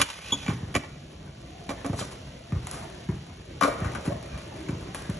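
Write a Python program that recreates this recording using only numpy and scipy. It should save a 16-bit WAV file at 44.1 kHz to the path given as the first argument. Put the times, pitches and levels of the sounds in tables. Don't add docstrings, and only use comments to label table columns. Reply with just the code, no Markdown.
import sys
import numpy as np
from scipy import signal
from scipy.fft import rfft, irfft, next_fast_len
from scipy.io import wavfile
from scipy.ndimage import uniform_filter1d, map_coordinates

SR = 44100
rng = np.random.default_rng(int(sys.argv[2]) if len(sys.argv) > 2 else 0)


def output_pcm(signal):
    pcm = np.clip(np.atleast_2d(signal).T, -1, 1) * 32767
    wavfile.write(sys.argv[1], SR, np.round(pcm).astype(np.int16))


N = 229128
TIME = np.arange(N) / SR
SIDES = np.array([[.5], [-.5]])


def amp(db):
    return 10 ** (np.asarray(db) / 20)


def unit(x):
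    return x / np.sqrt(np.mean(x ** 2) + 1e-20)


def along(points, hz):
    freqs, values = np.transpose(points)
    return np.interp(np.log(hz + 1), np.log(freqs + 1), values)


def curves(rows):
    times, *columns = np.transpose(rows)
    return [np.interp(TIME, times, column) for column in columns]


def wobble(rate):
    knots = rng.standard_normal(int(N * rate / SR) + 4)
    grid = np.arange(0, len(knots) - 1, 1 / 10)
    return np.interp(TIME * rate, grid, map_coordinates(knots, [grid]))


def swell(peak_s, rise_s, fall_s):
    return np.exp(np.minimum((TIME - peak_s) / rise_s, (peak_s - TIME) / fall_s))


def filtered(x, response):
    n = x.shape[-1]
    padded = next_fast_len(n + SR // 4)
    return irfft(rfft(x, padded) * response(np.fft.rfftfreq(padded, 1 / SR)), padded)[..., :n]


def noise(spectrum, shape):
    return unit(filtered(rng.standard_normal(shape), lambda hz: amp(along(spectrum, hz))))


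def fading(spectrum, t, t60):
    envelope = amp(-60 * t / t60)
    burst = noise(spectrum, len(t)) * envelope
    return burst * np.linalg.norm(envelope) / np.linalg.norm(burst)


def fuzzy_tone(hz, width):
    phase = 2 * np.pi * np.cumsum(hz) / SR
    return unit(wobble(width) * np.sin(phase) + wobble(width) * np.cos(phase))


def add(track, start_s, x):
    i = max(round(start_s * SR), 0)
    track[..., i:i + x.shape[-1]] += x[..., :N - i]


def ring(modes, t, damping):
    hz, width, db = np.transpose(modes)[:, :, None]
    strength = amp(db + rng.normal(0, 0.73, hz.shape))
    decay = np.exp(-np.pi * width * damping * t)
    waves = np.sin(2 * np.pi * (hz * t + rng.random(hz.shape)))
    return (strength * decay * waves).sum(0) / np.linalg.norm(strength)


def focused(modes, centre_hz, loss_db):
    return [(hz, width, db - loss_db * np.log2(hz / centre_hz) ** 2) for hz, width, db in modes]


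# frequency in Hz, base width in Hz, relative level in dB.
BOOM_MODES = [(198, 20, 1.5), (277.2, 15, 6), (340, 25, -2.5), (397, 28, -3), (461, 24, -0.5),
              (507, 35, -4), (543, 19, -3), (591, 20, 2), (631, 19.6, 0.5), (693, 20.6, 3.5)]
CLACK_MODES = [(822, 27, 3.5), (917, 30, 0), (1016, 35, 0), (1068, 34, -2), (1097, 24, 0.5),
               (1166, 24, 1.5), (1220, 27, 0), (1300, 20, 1), (1335, 32, -1.5), (1422, 27, 0),
               (1507, 23, 0.5), (1643, 27, 0)]
STEM_MODES = [(1735, 25, 0), (1935, 21, 1.5), (2226, 28, 5), (2320, 22, 11), (2384, 29, 2.5),
              (2640, 29, -8), (2660, 32, 4), (2910, 29, -4.5), (3010, 35, 1), (3310, 41, 3),
              (3620, 49, -11), (5000, 53, -18), (6830, 23, -3)]
# frequency in Hz, relative level in dB.
KNOCK_EQ = [(45, -13), (75, 1), (130, -9.5), (270, -3.5), (380, -12.5), (700, -65), (2000, -77)]
CLACK_EQ = [(120, -45), (400, 5), (620, 2), (820, 2.5), (1170, 5.5), (1500, -1), (2000, 0.5), (3000, -16.5),
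            (5000, -17), (12000, -21)]
CRACK_EQ = [(600, -52), (1800, 4), (3100, 0.5), (4300, 0), (6500, -4), (8000, 0), (11000, -2.5)]
# start in seconds, level in dB, knock and boom trims in dB,
# boom and clack centres in Hz, stem and crack trims in dB, ring length as a factor.
BLOW_CUES = [(0.0, -12.5, -11.5, -14, 520, 1170, -15, -12, 0.53),
             (0.0155, -10.5, -21, -15.5, 502, 1210, -6, 1, 0.52),
             (0.102, -39, -24, -22, 500, 1200, -4, 7, .9), (0.324, -28, 1, -2.5, 271, 1010, -12, -20, 1.8),
             (0.463, -25.5, -17, -22, 496, 965, -2, -15, 0.55),
             (0.4806, -18.5, -11, -18, 700, 960, -4.5, -23, 0.42),
             (0.497, -21, -14, -24, 700, 920, -16, -35, 1.7), (0.742, -29, -4, -6, 400, 1100, -7, -5, 1.2),
             (0.751, -15, -9, -9, 750, 1090, -1.5, -7.5, 0.66),
             (0.754, -22.5, -4, 4.5, 374, 1000, -12, -12, 0.43),
             (0.7617, -17.5, -3.5, -10, 600, 1210, -2.5, -5.5, 0.68),
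             (1.692, -21.5, -21, -5, 292, 910, -10, -11.5, 0.87),
             (1.704, -23.5, -24, -7, 525, 957, -16.5, -12.5, 1.46),
             (1.8458, -23, -13, -1, 287, 880, -15, -17, 1.15),
             (1.856, -25.5, -8, -0.5, 317, 890, -22, -22, 1),
             (1.861, -30.5, -23, -3, 610, 950, -20, -20, 1.3),
             (1.931, -23.5, -8.5, -4, 650, 970, -20, -21, 0.76),
             (2.011, -26, -4.5, -3.5, 550, 1090, -8, -14, 0.67),
             (2.022, -29.5, -9, -6, 400, 1150, -9, -19, 0.9),
             (3.6102, -23.5, -23, -23, 600, 1248, -7, -4.5, .3),
             (3.6123, -11.5, -34, -12.5, 560, 1140, -25, -18, 0.92),
             (3.623, -10, -30, -10, 290, 1220, -17, -16, 0.87),
             (3.634, -8, -28, -13, 280, 1230, -16.5, -14.5, 0.83),
             (3.646, -16, -25, -5.5, 480, 1190, -26, -16, 1.3),
             (3.675, -22, -12, 3, 590, 1140, -23, -11, 0.93),
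             (3.843, -26.5, -8, -10, 400, 1250, -16, -26, 2.5),
             (3.95, -25, -18, -23, 499, 1530, -15.5, -13.5, 1.07),
             (4.12, -28, -14, 1, 651, 993, -29, -30, 0.56), (4.686, -32, 4, 3, 300, 1330, -8, -9, 0.91)]


def blows():
    track, t = np.zeros(N), np.arange(SR // 4) / SR
    slow_attack, fast_attack = 1 - np.exp(-t / .0018), 1 - np.exp(-t / .0005)
    for start, db, knock_db, boom_db, boom_hz, clack_hz, stem_db, crack_db, length in BLOW_CUES:
        rattle_t60 = 0.083 * length
        boom = ring(focused(BOOM_MODES, boom_hz, loss_db=10.5), t, damping=1 / length)
        knock = fading(KNOCK_EQ, t, t60=0.094)
        rattle = amp(-5.5) * fading(CLACK_EQ, t, rattle_t60)
        clack = amp(1.5) * ring(focused(CLACK_MODES, clack_hz, loss_db=42), t, damping=1.06 / length)
        stem = ring(STEM_MODES, t, damping=1.33 / length)
        sizzle = amp(-2) * fading(CRACK_EQ, t, rattle_t60) * fast_attack
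        contact = amp(2.5) * fading(CRACK_EQ, t, t60=.008)
        body = (amp(knock_db) * knock + amp(boom_db) * boom) * slow_attack
        metal = (amp(-10.5) * (rattle + clack) + amp(stem_db) * stem) * fast_attack
        crack = amp(crack_db) * (sizzle + contact)
        add(track, start, amp(db) * (body + metal + crack))
    return track


# frequency in Hz, relative level in dB.
GRIT_EQ = [(100, 1), (600, 2.5), (1400, 0.5), (2500, -6.5), (4000, -6), (6500, -8.5), (9000, -2),
           (11000, -8)]


def grains(per_s, range_db):
    track, t = np.zeros(N), np.arange(SR // 40) / SR
    draws = rng.random((int(per_s * N / SR), 2))
    ticks = noise(GRIT_EQ, len(draws) * len(t)).reshape(-1, len(t)) * amp(-60 * t / 0.015)
    for (when, size), tick in zip(draws, ticks):
        add(track, when * TIME[-1], amp(range_db * size) * tick)
    return unit(track)


# frequency in Hz, relative level in dB.
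SCRAPE_EQ = [(180, -35), (500, -21), (800, 2.5), (1400, -2.5), (2200, 0), (3300, 0), (4500, -9), (6500, -5),
             (8000, -20), (11000, -6.5)]
HISS_EQ = [(1500, -6.5), (3000, 4.5), (4200, 0.5), (6500, -3.5), (8000, -7.5), (11000, -9.5)]
# time in seconds, level in dB, pitch of the singing edge in Hz.
GRIND_CURVE = [(0, -25, 2290), (.06, -46, 2200), (.13, -43, 1980), (.2, -44, 2250), (.28, -41.5, 2550),
               (.33, -45, 2850), (.45, -42.5, 2300), (.5, -40, 2157), (.56, -54, 1923), (.72, -63, 1924)]


def grind():
    db, hz = curves(GRIND_CURVE)
    chips = amp(-3.5) * grains(per_s=220, range_db=14)
    scrape = noise(SCRAPE_EQ, N)
    edge = amp(-3.5) * fuzzy_tone(hz, width=240)
    hiss = amp(1.5) * noise(HISS_EQ, N)
    judder = amp(2.5 * wobble(250) + 1.2 * wobble(45))
    on_ledge = TIME < 0.69
    return on_ledge * amp(db) * unit((scrape + edge + hiss + chips) * judder)


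# time in seconds, level in dB.
ROLL_CURVE = [(0.7, -50.5), (1.02, -52.5), (1.37, -53), (1.94, -46), (2.13, -49), (2.4, -52), (2.8, -46),
              (3.45, -53), (3.65, -48.5), (3.78, -40.5), (3.94, -42), (4.15, -45), (4.97, -45), (5.2, -44)]


def roll_level():
    db, = curves(ROLL_CURVE)
    lifted_db, wheels_down_s = -18, 0.3
    return db + lifted_db * np.clip(2 * (1 - TIME / wheels_down_s), 0, 1)


def patchy(x, depth_db):
    bands = signal.stft(x, nperseg=1024)[2]
    drift = uniform_filter1d(rng.standard_normal(bands.shape[1:]), size=3, axis=0)
    drift = uniform_filter1d(drift, size=11, axis=1)
    return unit(signal.istft(bands * amp(depth_db * unit(drift)), nperseg=1024)[1][:, :N])


# frequency in Hz, relative level in dB.
RUMBLE_EQ = [(20, -28), (35, -8), (58, 4.5), (100, -0.5), (145, 1.5), (220, -6), (350, -13.5), (700, -56)]
ROAR_EQ = [(150, -13.5), (350, 7), (620, 0.5), (900, -3), (1400, -7.5), (2300, -9), (3300, -22.5),
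           (6000, -58)]


def rolling():
    db = roll_level()
    push_db = db + 47.5
    bumps_db, grain_db, swells_db = 2 * wobble(28), wobble(400), .9 * wobble(8)
    rumble = amp(-43 + 0.43 * push_db + bumps_db) * noise(RUMBLE_EQ, (2, N))
    roar = patchy(noise(ROAR_EQ, (2, N)), depth_db=3.5)
    roar *= amp(db + 0.5 + .5 * bumps_db + 0.7 * grain_db)
    hiss = amp(-51.5 + 0.5 * push_db + swells_db + grain_db) * noise(HISS_EQ, (2, N))
    return rumble + roar + hiss


def sand():
    return amp(roll_level() - 11) * grains(per_s=45, range_db=8)


# time in seconds, pitch in Hz, level in dB before the trim.
HUM_CURVE = [(0.7, 644, -60), (1.3, 636, -59), (1.46, 675, -55), (1.6, 742, -48.5), (1.7, 709, -53),
             (1.9, 666.3, -62), (2.2, 594, -62), (2.62, 670, -53.5), (2.8, 699, -46.5), (3.52, 586, -67),
             (3.75, 606, -50), (4.04, 581, -48.5), (4.11, 610, -35), (4.21, 618, -49), (4.89, 609, -59),
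             (5.2, 598, -47)]


def wheel_hum():
    hz, db = curves(HUM_CURVE)
    gain = amp(db - 1 + 1.5 * wobble(9))
    return gain * np.array([fuzzy_tone(hz, width=150), fuzzy_tone(hz, width=150)])


def squeal():
    start_s, attack_s, hold_s, fall_db_per_s, pitch_hz = 0.321, 0.0024, 0.013, 703, 3375
    t = TIME - start_s
    envelope = np.clip(t / attack_s, 0, 1) * amp(-fall_db_per_s * np.maximum(t - hold_s, 0))
    phase = 2 * np.pi * np.cumsum(pitch_hz * (1 + .024 * wobble(800))) / SR
    tone = np.sin(phase) + amp(-8) * np.sin(2 * phase) + amp(-20) * np.sin(3 * phase)
    rough_gain = amp(-20 + 1.9 * wobble(303.3))
    groan = amp(-18.5) * fuzzy_tone(np.full(N, 920.), width=260)
    return envelope * rough_gain * (tone + groan)


# frequency in Hz, relative level in dB.
THUD_EQ = [(50, -3), (130, 1), (400, 1.5), (600, -27), (1500, -49)]


def thud(base_hz, swell_s):
    t = np.arange(SR // 6) / SR
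    progress = t / swell_s
    pitch = base_hz * (0.6 + 1.993 * np.exp(-progress / 0.67))
    pressure = (progress * np.exp(1 - progress)) ** 2.63
    push = pressure * np.sin(2 * np.pi * np.cumsum(pitch) / SR)
    body = amp(-10) * noise(THUD_EQ, len(t)) * amp(-60 * t / .11) * (1 - np.exp(-progress))
    slap = amp(-25) * noise(CLACK_EQ, len(t)) * amp(-60 * t / 0.14) * (1 - np.exp(-10 * progress))
    return push + body + slap


# start in seconds, heel level in dB, base pitch in Hz, heel swell and
# forefoot lag in seconds, forefoot and tap levels in dB relative to the heel.
STEP_CUES = [(0.484, -15.5, 166, .0078, 0.022, -7.5, -20), (0.627, -24.5, 134, .01, 0.043, -13.5, -32),
             (1.895, -19.5, 143, 0.009, .034, -8.5, -17), (2.521, -17.5, 126, 0.012, .035, -2.5, -18),
             (3.088, -16, 148.7, 0.0081, .031, -9.5, -32), (3.817, -21, 127, 0.0087, .036, -0.5, -13),
             (4.075, -15, 158.6, 0.0079, .043, -18, -19), (4.691, -19.5, 170, 0.0067, .032, -4, -16),
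             (5.092, -19, 150, 0.0073, .04, -24, -22)]


def footfalls():
    track, t = np.zeros(N), np.arange(SR // 20) / SR
    for start, db, hz, swell_s, lag_s, toe_db, tap_db in STEP_CUES:
        add(track, start, amp(db) * thud(hz, swell_s))
        add(track, start + .0015, amp(db + tap_db) * fading(CLACK_EQ, t, t60=0.012))
        add(track, start + lag_s, amp(db + toe_db) * thud(hz * 0.748, swell_s=0.011))
    return track


# frequency in Hz, relative level in dB.
SNAP_EQ = [(800, -22), (4000, -8), (7000, 0), (10000, 6), (11500, -0.5)]
# start in seconds, snap level in dB, crunch level in dB.
GRIT_CUES = [(1.8633, -25.5, -36.5), (2.6702, -22.5, -30), (2.7129, -24, -34.5), (3.9498, -30, -43),
             (4.377, -47, -37.5), (4.947, -25.5, -27), (5.0992, -30.5, -37)]


def grit_cracks():
    track, t = np.zeros(N), np.arange(SR // 8) / SR
    for start, snap_db, crunch_db in GRIT_CUES:
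        crunch = fading(GRIT_EQ, t, t60=0.027) + amp(-11.5) * fading(GRIT_EQ, t, t60=0.2)
        snap = fading(SNAP_EQ, t, t60=.008)
        add(track, start, amp(snap_db) * snap + amp(crunch_db) * crunch)
    return track


# peak time in seconds, level in dB, rise and fall in seconds.
SCUFF_CUES = [(1.996, -34, 0.021, 0.043), (2.121, -40.5, 0.0055, 0.016), (2.74, -38, 0.037, 0.059),
              (3.85, -43, 0.017, .03), (4.06, -36.5, 0.0091, 0.024), (4.952, -38, 0.0046, 0.051)]


def scuffs():
    drag = sum(amp(db) * swell(peak, rise, fall) for peak, db, rise, fall in SCUFF_CUES)
    return drag * unit(noise(GRIT_EQ, N) * amp(2.8 * wobble(900)))


# frequency in Hz, base width in Hz, relative level in dB.
FENDER_MODES = [(3220, 35, -2.5), (3600, 32, -6), (4060, 40, -1), (4550, 38, -3), (5350, 40, -2),
                (5860, 31, -1), (6840, 94, 3), (7800, 71, 9), (10100, 130, 6), (10900, 90, 2)]


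def fender_buzz():
    t = np.arange(SR // 5) / SR
    envelope = swell(peak_s=1.992, rise_s=0.018, fall_s=.028)
    taps = envelope * rng.standard_normal(N) * amp(5 * wobble(300))
    buzz = signal.oaconvolve(taps, ring(FENDER_MODES, t, damping=1.35))[:N]
    return amp(-35.5) * buzz * np.linalg.norm(envelope) / np.linalg.norm(buzz)


def placed(x, pan_db):
    return filtered(x, lambda hz: amp(SIDES * pan_db * np.exp(-np.log2((hz + 1) / 1050) ** 2)))


def reflected(x, response):
    return signal.oaconvolve(x[None], response / np.linalg.norm(response[0]), axes=1)[:, :N]


def bounce(x, delay_s, t60):
    t = np.arange(SR // 4) / SR
    envelope = (t >= delay_s) * amp(-60 * np.abs(t - delay_s) / t60)
    return reflected(x, rng.standard_normal((2, len(t))) * envelope)


# frequency in Hz, gain in dB.
FACADE_EQ = [(300, -21), (1000, -14.5), (2300, -23), (5000, -18.5), (11000, -34)]


def facade_echo(x):
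    return filtered(bounce(x, delay_s=.084, t60=0.047), lambda hz: amp(along(FACADE_EQ, hz)))


# frequency in Hz, time to fall 60 dB in seconds.
YARD_DECAY = [(100, 0.41), (400, 0.52), (1300, 0.69), (4000, 0.43), (11000, 0.38)]


def yard_tail(x):
    hz, t, bands = signal.stft(rng.standard_normal((2, SR * 3 // 4)), SR, nperseg=256)
    decay = amp(-60 * t / along(YARD_DECAY, hz)[:, None])
    return reflected(x, signal.istft(bands * decay, SR, nperseg=256)[1])


# frequency in Hz, coherence (1 is mono).
COHERENCE = [(130, 1), (300, 0.99), (600, 0.21), (1000, 0.13), (1800, 0.83), (3000, 0.052), (4200, 0.05),
             (4900, 0.97), (6100, 1), (7400, 1), (8600, 1), (9600, 1), (11000, 1)]


def diffuse(pair):
    def mid_side_gains(hz):
        angle = np.arccos(np.clip(along(COHERENCE, hz), -1, 1)) / 2
        return np.array([np.cos(angle), np.sin(angle)])
    mid, side = filtered(pair, mid_side_gains)
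    return np.array([mid + side, mid - side])


def scene():
    scooter = blows() + fender_buzz() + grind() + sand()
    shriek = squeal()
    feet = footfalls() + scuffs() + grit_cracks()
    passed = np.interp(TIME, (2.2, 3.0), [0, 1])
    far, near = scooter * (1 - passed), scooter * passed
    direct = placed(far + shriek, pan_db=-7.5) + placed(near, pan_db=13) + placed(feet, pan_db=6)
    ground = amp(-5) * bounce(scooter, delay_s=0.00082, t60=0.027)
    echo = facade_echo(far)
    reverb_send = amp(-8.5) * far + near + amp(-11) * shriek + amp(-1.5) * feet
    tail = amp(-4.5) * yard_tail(reverb_send)
    return direct + diffuse(ground + echo + tail + rolling() + wheel_hum())


# frequency in Hz, lead of the left in radians.
PORT_PHASE = [(2500, 0), (4200, 1.4), (4950, 3.14), (5400, 6), (6500, 6.4), (7400, 7.9), (8300, 9.3),
              (9500, 9.55), (10500, 10.7), (11400, 12.5)]
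# frequency in Hz, gain in dB.
MIC_EQ = [(6600, 0), (8200, -1.5), (10200, 1), (11200, -1)]


def record(dry):
    def response(hz):
        ports = np.exp(1j * SIDES * along(PORT_PHASE, hz))
        low_cut = (1j * hz / (1j * hz + 28)) ** 2
        high_cut = (hz < 12000) / np.sqrt(1 + (hz / 11150) ** 80)
        return ports * amp(along(MIC_EQ, hz)) * low_cut * high_cut
    return filtered(dry, response)


dry = scene()
out = record(dry)
output_pcm(out)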